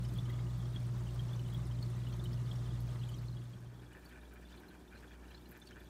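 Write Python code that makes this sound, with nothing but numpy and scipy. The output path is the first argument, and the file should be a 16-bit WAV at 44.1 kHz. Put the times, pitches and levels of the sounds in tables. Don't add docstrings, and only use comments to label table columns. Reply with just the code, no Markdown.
import sys
import numpy as np
from scipy import signal
from scipy.fft import rfft, irfft, next_fast_len
from scipy.io import wavfile
from scipy.ndimage import uniform_filter1d, map_coordinates

SR = 44100
rng = np.random.default_rng(int(sys.argv[2]) if len(sys.argv) > 2 else 0)


def transcribe(u):
    v = np.clip(np.atleast_2d(u).T, -1, 1)
    q = np.round(v * 32767).astype(np.int16)
    wavfile.write(sys.argv[1], SR, q)


N = 259749
TIME = np.arange(N) / SR

# start_s, end_s
FADE_S = (2.95, 3.994)
MAINS_HZ = 60.0
TOP_HZ = 15710
FRONT_FAINTER_DB = -4


def amp(db):
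    return 10 ** (np.asarray(db) / 20)


def unit(x):
    return x / np.sqrt(np.mean(x ** 2) + 1e-20)


def front_share(time_s):
    return np.interp(time_s, FADE_S, (0, 1))


def wobble(rate):
    points = rng.standard_normal(int(N * rate / SR) + 4)
    return map_coordinates(points, [TIME * rate])


def smoothed(x, first, second, axis=1):
    return uniform_filter1d(uniform_filter1d(x, size=first, axis=axis), size=second, axis=1)


def filtered(x, response):
    size = next_fast_len(N + SR // 2)
    hz = np.fft.rfftfreq(size, 1 / SR)
    return irfft(rfft(x, size) * response(hz), size)[:N]


def rush(spectrum, patchy_db):
    grid = signal.stft(rng.standard_normal(N), nperseg=256)[2]
    patches = unit(smoothed(rng.standard_normal(grid.shape), 8, 6, axis=0))
    noise = signal.istft(grid * amp(patchy_db * patches), nperseg=256)[1][:N]
    hz, db = np.transpose(spectrum)
    return unit(filtered(noise, lambda f: amp(np.interp(np.log(f + 1), np.log(hz), db, -120, -120))))


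def tones(rows, base_hz, unsteady_db, drift):
    total = 0
    for multiple, db in rows:
        gain = np.sqrt(2) * amp(db + unsteady_db * wobble(3.15))
        turns = multiple * base_hz * TIME + rng.random() + drift * min(multiple, 10) * wobble(14)
        total = total + gain * np.sin(2 * np.pi * turns)
    return total


def placed(times, shapes):
    at = np.round(times * SR).astype(int)[:, None] + np.arange(shapes.shape[1])
    return np.bincount(at.ravel(), shapes.ravel(), N + shapes.shape[1] + SR)[:N]


def rings(rows, glide, attack):
    hold = 1.7
    rough = .2
    start, db, hz, t60 = np.transpose(rows)[..., None]
    t = np.arange(SR // 16) / SR
    life = np.clip(t60, .004, .06)
    bend = glide * rng.standard_normal((len(rows), 1)) * t / life
    flutter = 1 + rough * unit(smoothed(rng.standard_normal((len(rows), len(t))), 40, 40))
    level = flutter * amp(db - 60 * (t / life) ** hold) * (1 - np.exp(-t / attack))
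    return placed(start[:, 0], level * np.sin(2 * np.pi * hz * t * (1 + bend)))


def swarm(count, db, spread_db, hz, octaves, cycles):
    shift, size, pitch = rng.standard_normal((count, 3)).T
    start = (np.arange(count) + .5 + 3 * shift) / count % 1 * N / SR
    pitch_hz = np.minimum(hz * 2 ** (octaves * pitch), TOP_HZ)
    return np.transpose([start, db + spread_db * np.clip(size, -2, 2), pitch_hz, cycles / pitch_hz])


def room(x):
    t60_s = 0.046
    t = np.arange(SR // 5) / SR
    tail = rng.standard_normal(len(t)) * amp(-60 * t / t60_s) * (t > .003)
    return x + amp(-8.5) * signal.fftconvolve(x, tail / np.linalg.norm(tail))[:N]


def pump_side():
    # multiple of mains, level_db (rms)
    pump_tones = [(2, -39.5)]
    # pitch_hz, level_db (rms)
    whines = [(138, -58), (1233, -76), (1470, -84), (1938, -86)]
    # pitch_hz, relative level_db per Hz
    throb = [(22, -40), (35, -4), (60, -12.5), (125, 1), (152, -4), (175, 0.5), (210, -12.5), (250, -11),
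             (275, -15), (300, -12), (325, -14.5), (345, -14), (358, -8.5), (375, -15), (400, -21),
             (480, -26), (700, -36)]
    # pitch_hz, relative level_db per Hz
    water_near = [(260, -40), (450, -1), (530, -6.5), (572, 0), (586, -2), (600, 4), (614, -3), (650, -2),
                  (740, -5), (878, -4), (1140, -4.5), (1230, -5), (1370, -7.8), (1980, -11), (2590, -16.5),
                  (3380, -14.5), (4970, -18.5), (6300, -18.5), (9390, -21.5), (10600, -26), (15600, -28)]
    hum = tones(pump_tones, MAINS_HZ, unsteady_db=0.0, drift=.008)
    whine = tones(whines, 1, unsteady_db=2.5, drift=.008)
    rumble = amp(-47 + 0.52 * wobble(11)) * rush(throb, patchy_db=0.9)
    hiss = amp(-59.5 + 0.4 * wobble(12)) * rush(water_near, patchy_db=1.4)
    small_bubbles = swarm(count=900, db=0, spread_db=2.8, hz=4300, octaves=.45, cycles=50)
    fizz = unit(rings(small_bubbles, glide=0.043, attack=0.00085))
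    return hum + whine + rumble + hiss + amp(-72) * room(fizz)


def low_hum(share):
    motor_hz, motor_db = 58.8, -48.6
    swell_depth, swell_hz, crest_s = .33, 1.8, 1.1
    front_mains_db, front_motor_db = -58.5, -67
    cancel_s = 4.77
    angle = 2 * np.pi * np.outer([motor_hz, MAINS_HZ], TIME - cancel_s)
    motor, mains = np.sqrt(2) * np.sin(angle)
    swell = 1 + swell_depth * np.cos(2 * np.pi * swell_hz * (TIME - crest_s))
    near = amp(motor_db + 1.1 * wobble(5)) * swell * motor
    front = amp(front_mains_db) * mains - amp(front_motor_db) * motor
    return (1 - share) * near + share * front


def bubbles():
    # start_s, level_db (before the trims below), pitch_hz
    clear = [(0.0453, -50.5, 3070), (0.0488, -53, 5260), (0.16, -48, 3230), (0.1845, -39, 3350),
             (0.2538, -48, 3100), (0.2927, -48.5, 3310), (0.2992, -44.5, 1970), (0.3326, -49, 3350),
             (0.3875, -48, 2130), (0.6524, -54, 3300), (0.7607, -37, 3330), (1.0665, -53, 3120),
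             (1.0854, -52, 2800), (1.1927, -40, 3240), (1.3094, -53, 3370), (1.3314, -43, 3500),
             (1.3593, -51, 6010), (1.3912, -46.5, 2990), (1.4586, -53, 2990), (1.5239, -49, 3350),
             (1.5439, -41, 3330), (1.6526, -52, 5110), (1.71, -50, 3090), (1.7878, -51, 3120),
             (1.8257, -38, 4330), (2.0687, -41.5, 2980), (2.1241, -52, 3180), (2.125, -52, 4300),
             (2.1944, -48, 3570), (2.2383, -50, 3800), (2.2553, -42, 3040), (2.3281, -52, 5210),
             (2.3291, -52, 4430), (2.5122, -38, 3290), (2.5541, -52, 5580), (2.6594, -51, 3130),
             (2.7048, -51, 3330), (2.8883, -53, 3270), (2.9936, -52, 4300), (3.033, -45, 3350),
             (3.0834, -52, 6940), (3.0899, -44.5, 3060), (3.1388, -47, 3130), (3.1428, -50.5, 5830),
             (3.1842, -53, 4330), (3.2824, -47.5, 4250), (3.3268, -53, 4160), (3.3653, -51.5, 3220),
             (3.5324, -53, 3330), (3.932, -55, 2910), (4.0567, -53, 4550), (4.2113, -58, 3650),
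             (4.4508, -56, 3480), (4.5246, -55, 3480), (4.5715, -58, 4130), (4.683, -57, 4120),
             (4.9721, -55, 4190), (5.0759, -56, 3420), (5.3018, -58, 2740), (5.3133, -51, 3090),
             (5.3462, -46, 4030), (5.455, -54, 4120), (5.6156, -49, 3520), (5.6705, -49, 4450),
             (5.7254, -55, 3050), (5.8002, -57, 3530), (0.0912, -55, 3480), (0.3591, -56, 3360),
             (0.5003, -56, 3430), (0.6, -56, 3330), (0.7457, -54, 3300), (0.9378, -57, 4700),
             (1.2805, -56, 5430), (2.0323, -55, 3310), (2.136, -51, 3150), (2.136, -55, 5900),
             (2.4548, -56, 4730), (2.7551, -55, 3310), (3.0135, -53, 2930), (3.4191, -58, 3310),
             (3.8627, -58, 3380), (4.1117, -60, 3150), (4.2533, -61, 3380), (4.4983, -62, 3030),
             (4.575, -59, 3550), (4.8764, -61, 3450), (4.9518, -58, 4090), (5.1129, -60, 3500),
             (5.1363, -59, 2790), (5.2506, -59, 2810), (5.375, -59, 4300), (5.455, -59, 2850),
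             (5.6251, -60, 6180), (5.685, -57, 4100), (5.8667, -61, 3470)]
    ring_s, shorter_s_per_db = .025, .0005
    ring_hz = 4500
    faint = swarm(count=100, db=-62.5, spread_db=1.5, hz=3350, octaves=.09, cycles=1)[:, :3]
    faint[:, 1] += FRONT_FAINTER_DB * front_share(faint[:, 0])
    rows = np.vstack([clear, faint])
    life = (ring_s - shorter_s_per_db * (rows[:, 1] + 50)) * np.minimum(ring_hz / rows[:, 2], 1)
    rows = np.column_stack([rows, life])

    twins = rows * [1, 1, 1, .8] - [0, 6, 0, 0]
    twins[:, 2] *= 2 ** (.08 * rng.standard_normal(len(rows)))
    pops = rows * [1, 1, 1.15, .15] - [0, 14, 0, 0]

    start, db, hz, t60 = np.repeat(rows, 3, axis=0).T
    lag, size, pitch = rng.standard_normal((len(start), 3)).T
    near_start = np.abs(start + .01 + .014 * lag)
    near_db = .5 * db - 38 + 2 * np.clip(size, -2, 1.5) + FRONT_FAINTER_DB * front_share(start)
    near_hz = hz * 2 ** (.06 + .2 * pitch)
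    neighbours = np.transpose([near_start, near_db, near_hz, .55 * t60])

    pairs = amp(-2.7) * rings(np.vstack([rows, twins]), glide=.03, attack=.003)
    popping = rings(pops, glide=.04, attack=.0003)
    return pairs + popping + amp(-1.5) * rings(neighbours, glide=0.047, attack=.0012)


def puffs(rows):
    wide = .16
    start, db, hz = np.transpose(rows)[:3, :, None]
    t = np.arange(SR // 16) / SR
    noise = rng.standard_normal((len(rows), len(t)))
    crack = wide * rng.standard_normal(noise.shape) * amp(-60 * t / .04)
    band = smoothed(noise, 10, 6) + crack
    life = .034 * amp(0.15 * (db + 53.5))
    swell = amp(db + 9.6 - 60 * t / life) * (1 - np.exp(-t / 0.0007))
    return placed(start[:, 0], swell * band * np.cos(2 * np.pi * hz * t))


def ticks(share):
    # start_s, level_db (before the make-up gain in puffs), centre_hz
    bursts = [(0.0363, -54.5, 10100), (0.0857, -56, 9350), (0.1356, -55, 10060), (0.175, -54, 10100),
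              (0.2982, -56, 13900), (0.7996, -58, 9400), (0.8654, -56, 9000), (1.3304, -59, 12400),
              (1.4775, -58, 9770), (1.5369, -52, 15000), (1.6681, -54.5, 9500), (1.8253, -58, 7500),
              (1.827, -57, 14500), (2.242, -56, 13200), (2.335, -58, 15000), (0.138, -58, 13500),
              (0.138, -57, 7000), (0.3, -59, 10000), (0.048, -57, 4000), (2.808, -58, 14500),
              (3.095, -58, 13000), (4.052, -60, 8500), (0.18, -58, 14000), (1.9001, -52.5, 9400),
              (2.2383, -51.5, 9300), (2.3231, -58, 15200), (2.8035, -52.5, 11500), (3.0889, -54, 9720),
              (3.93, -60, 9400), (4.0497, -58, 12700), (4.3365, -55, 13900), (5.4889, -56, 13500),
              (5.51, -53, 13500), (5.5722, -56, 13200), (5.5986, -57.5, 9810), (5.6705, -57, 9450),
              (0.2528, -59, 7000), (0.5062, -62, 14500), (0.5781, -58, 13500), (0.6165, -61, 8800),
              (0.9767, -60, 14500), (1.0685, -62, 14500), (1.1398, -61, 13500), (1.1583, -55, 4000),
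              (0.8485, -58, 3000), (1.205, -59, 5000), (4.505, -60, 4500), (4.518, -61, 5500),
              (5.345, -58, 3600), (5.672, -56, 4500), (5.686, -59, 3600), (5.565, -61, 5500),
              (5.655, -62, 7000), (4.985, -61, 6500), (1.499, -59, 9000), (1.7878, -60, 6000),
              (2.0921, -60, 9100), (2.1196, -62, 14500), (2.1645, -59, 11500), (2.5287, -59, 12500),
              (2.5536, -59, 10000), (2.8649, -62, 15000), (2.9282, -60, 6000), (3.1837, -60, 13000),
              (3.2206, -62, 13500), (3.491, -64, 13500), (4.0906, -61, 12600), (4.4957, -63, 6000),
              (4.5989, -60, 13000), (5.3033, -63, 12000), (5.5159, -53, 12500), (5.707, -57, 4800),
              (5.8426, -64, 13000)]
    spray = puffs(swarm(count=400, db=-66.5, spread_db=2.5, hz=9000, octaves=.55, cycles=1))
    return puffs(bursts) + amp(-3 * share) * spray


def front_side():
    # multiple of mains, level_db (rms)
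    front_tones = [(2, -71), (3, -68.5), (4, -71.5), (5, -71), (6, -71), (10, -78)]
    # pitch_hz, relative level_db per Hz
    water_front = [(15, -35), (25, -19.5), (59, -4), (107, -7.5), (369, -6), (552, -16.5), (946, -15.5),
                   (1140, -21), (1670, -19.5), (2120, -30), (2300, -22.5), (2490, -29), (10400, -35.5),
                   (12500, -37.5), (15600, -38.5)]
    # centre_s, level_db (added to the quiet fizz)
    clusters = [(3.8, -79), (4.08, -79), (4.51, -74), (4.58, -75), (4.97, -77), (5.13, -78), (5.31, -74),
                (5.38, -76), (5.68, -73.5), (5.87, -78)]
    cluster_s, quiet_fizz_db = .025, -83
    hum = tones(front_tones, MAINS_HZ, unsteady_db=1.0, drift=.022)
    hiss = amp(-59.5 + 0.68 * wobble(11)) * rush(water_front, patchy_db=1.9)
    small_bubbles = swarm(count=2200, db=0, spread_db=3, hz=4000, octaves=.4, cycles=38)
    fizz = unit(rings(small_bubbles, glide=.05, attack=.001))
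    surge = amp(quiet_fizz_db)
    for centre_s, db in clusters:
        surge = surge + amp(db) * np.exp(-.5 * ((TIME - centre_s) / cluster_s) ** 2)
    return hum + hiss + room(rattle() + surge * fizz)


def rattle():
    # start_s, length_s, level_db (before the gains below)
    bout_rows = [(3.552, 0.038, -70), (3.612, 0.034, -71), (3.706, 0.03, -69), (3.734, 0.03, -72),
                 (3.815, 0.044, -69), (3.899, 0.044, -64), (3.937, 0.07, -65), (4.013, 0.044, -68),
                 (4.103, 0.046, -62), (4.143, 0.064, -64), (4.21, 0.05, -69), (4.3, 0.054, -66),
                 (4.346, 0.048, -64), (4.41, 0.05, -65), (4.504, 0.032, -68), (4.532, 0.038, -68),
                 (4.59, 0.03, -70), (4.614, 0.042, -65), (4.697, 0.074, -65), (4.839, 0.03, -68),
                 (4.907, 0.074, -64), (5.013, 0.05, -63), (5.094, 0.038, -65), (5.124, 0.048, -68),
                 (5.214, 0.044, -66), (5.296, 0.044, -70), (5.33, 0.044, -71), (5.507, 0.04, -63),
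                 (5.539, 0.048, -64), (5.609, 0.036, -69), (5.701, 0.03, -65), (5.747, 0.056, -62),
                 (5.797, 0.036, -71)]
    # pitch_hz, width_hz, relative level_db (before squaring)
    housing_rows = [(1640, 500, 1), (2330, 230, -5.6)]
    between_db = -78
    rise_s, sag_s, early_s, fall_s = .012, .12, .016, .005
    start, length, db = np.transpose(bout_rows)[..., None]
    t = np.arange(SR // 6) / SR
    ending = np.maximum(t - length + early_s, 0) / fall_s
    shape = np.minimum(t / rise_s, 1) ** 2 * np.exp(-t / sag_s - ending)
    faded = np.maximum(front_share(start), .5)
    bouts = placed(start[:, 0], amp(db + 1.9) / faded * shape) + amp(between_db + 3 * wobble(18))

    beat = 2 * MAINS_HZ * TIME
    strength = amp(1.4 * rng.standard_normal(int(beat[-1]) + 1))[beat.astype(int)]
    knocks = strength * np.exp(-(beat % 1) / .46) * rng.standard_normal(N)

    def housing(f):
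        return sum(amp(gain_db) * 1j * f * width / (centre * centre - f * f + 1j * f * width)
                   for centre, width, gain_db in housing_rows)

    loudness = np.sqrt(np.mean(bouts ** 2))
    return loudness * unit(filtered(bouts * knocks, lambda f: housing(f) ** 2))


def scene():
    share = front_share(TIME)
    places = (1 - share) * pump_side() + share * front_side()
    surface = room(bubbles() + ticks(share))
    return (places + low_hum(share) + surface)[None]


def record(dry):
    # centre_hz, width_hz, depth (0-1)
    notch = (10430, 370, 0.33)
    low_hz = 29.6
    centre, width, depth = notch

    def colour(hz):
        dip = 1 - depth * np.exp(-((hz - centre) / width) ** 2)
        bass_cut = 1 - np.exp(-(hz / low_hz) ** 4)
        return dip * bass_cut * (hz < TOP_HZ)

    return filtered(dry[0], colour)[None]


dry = scene()
out = record(dry)
transcribe(out)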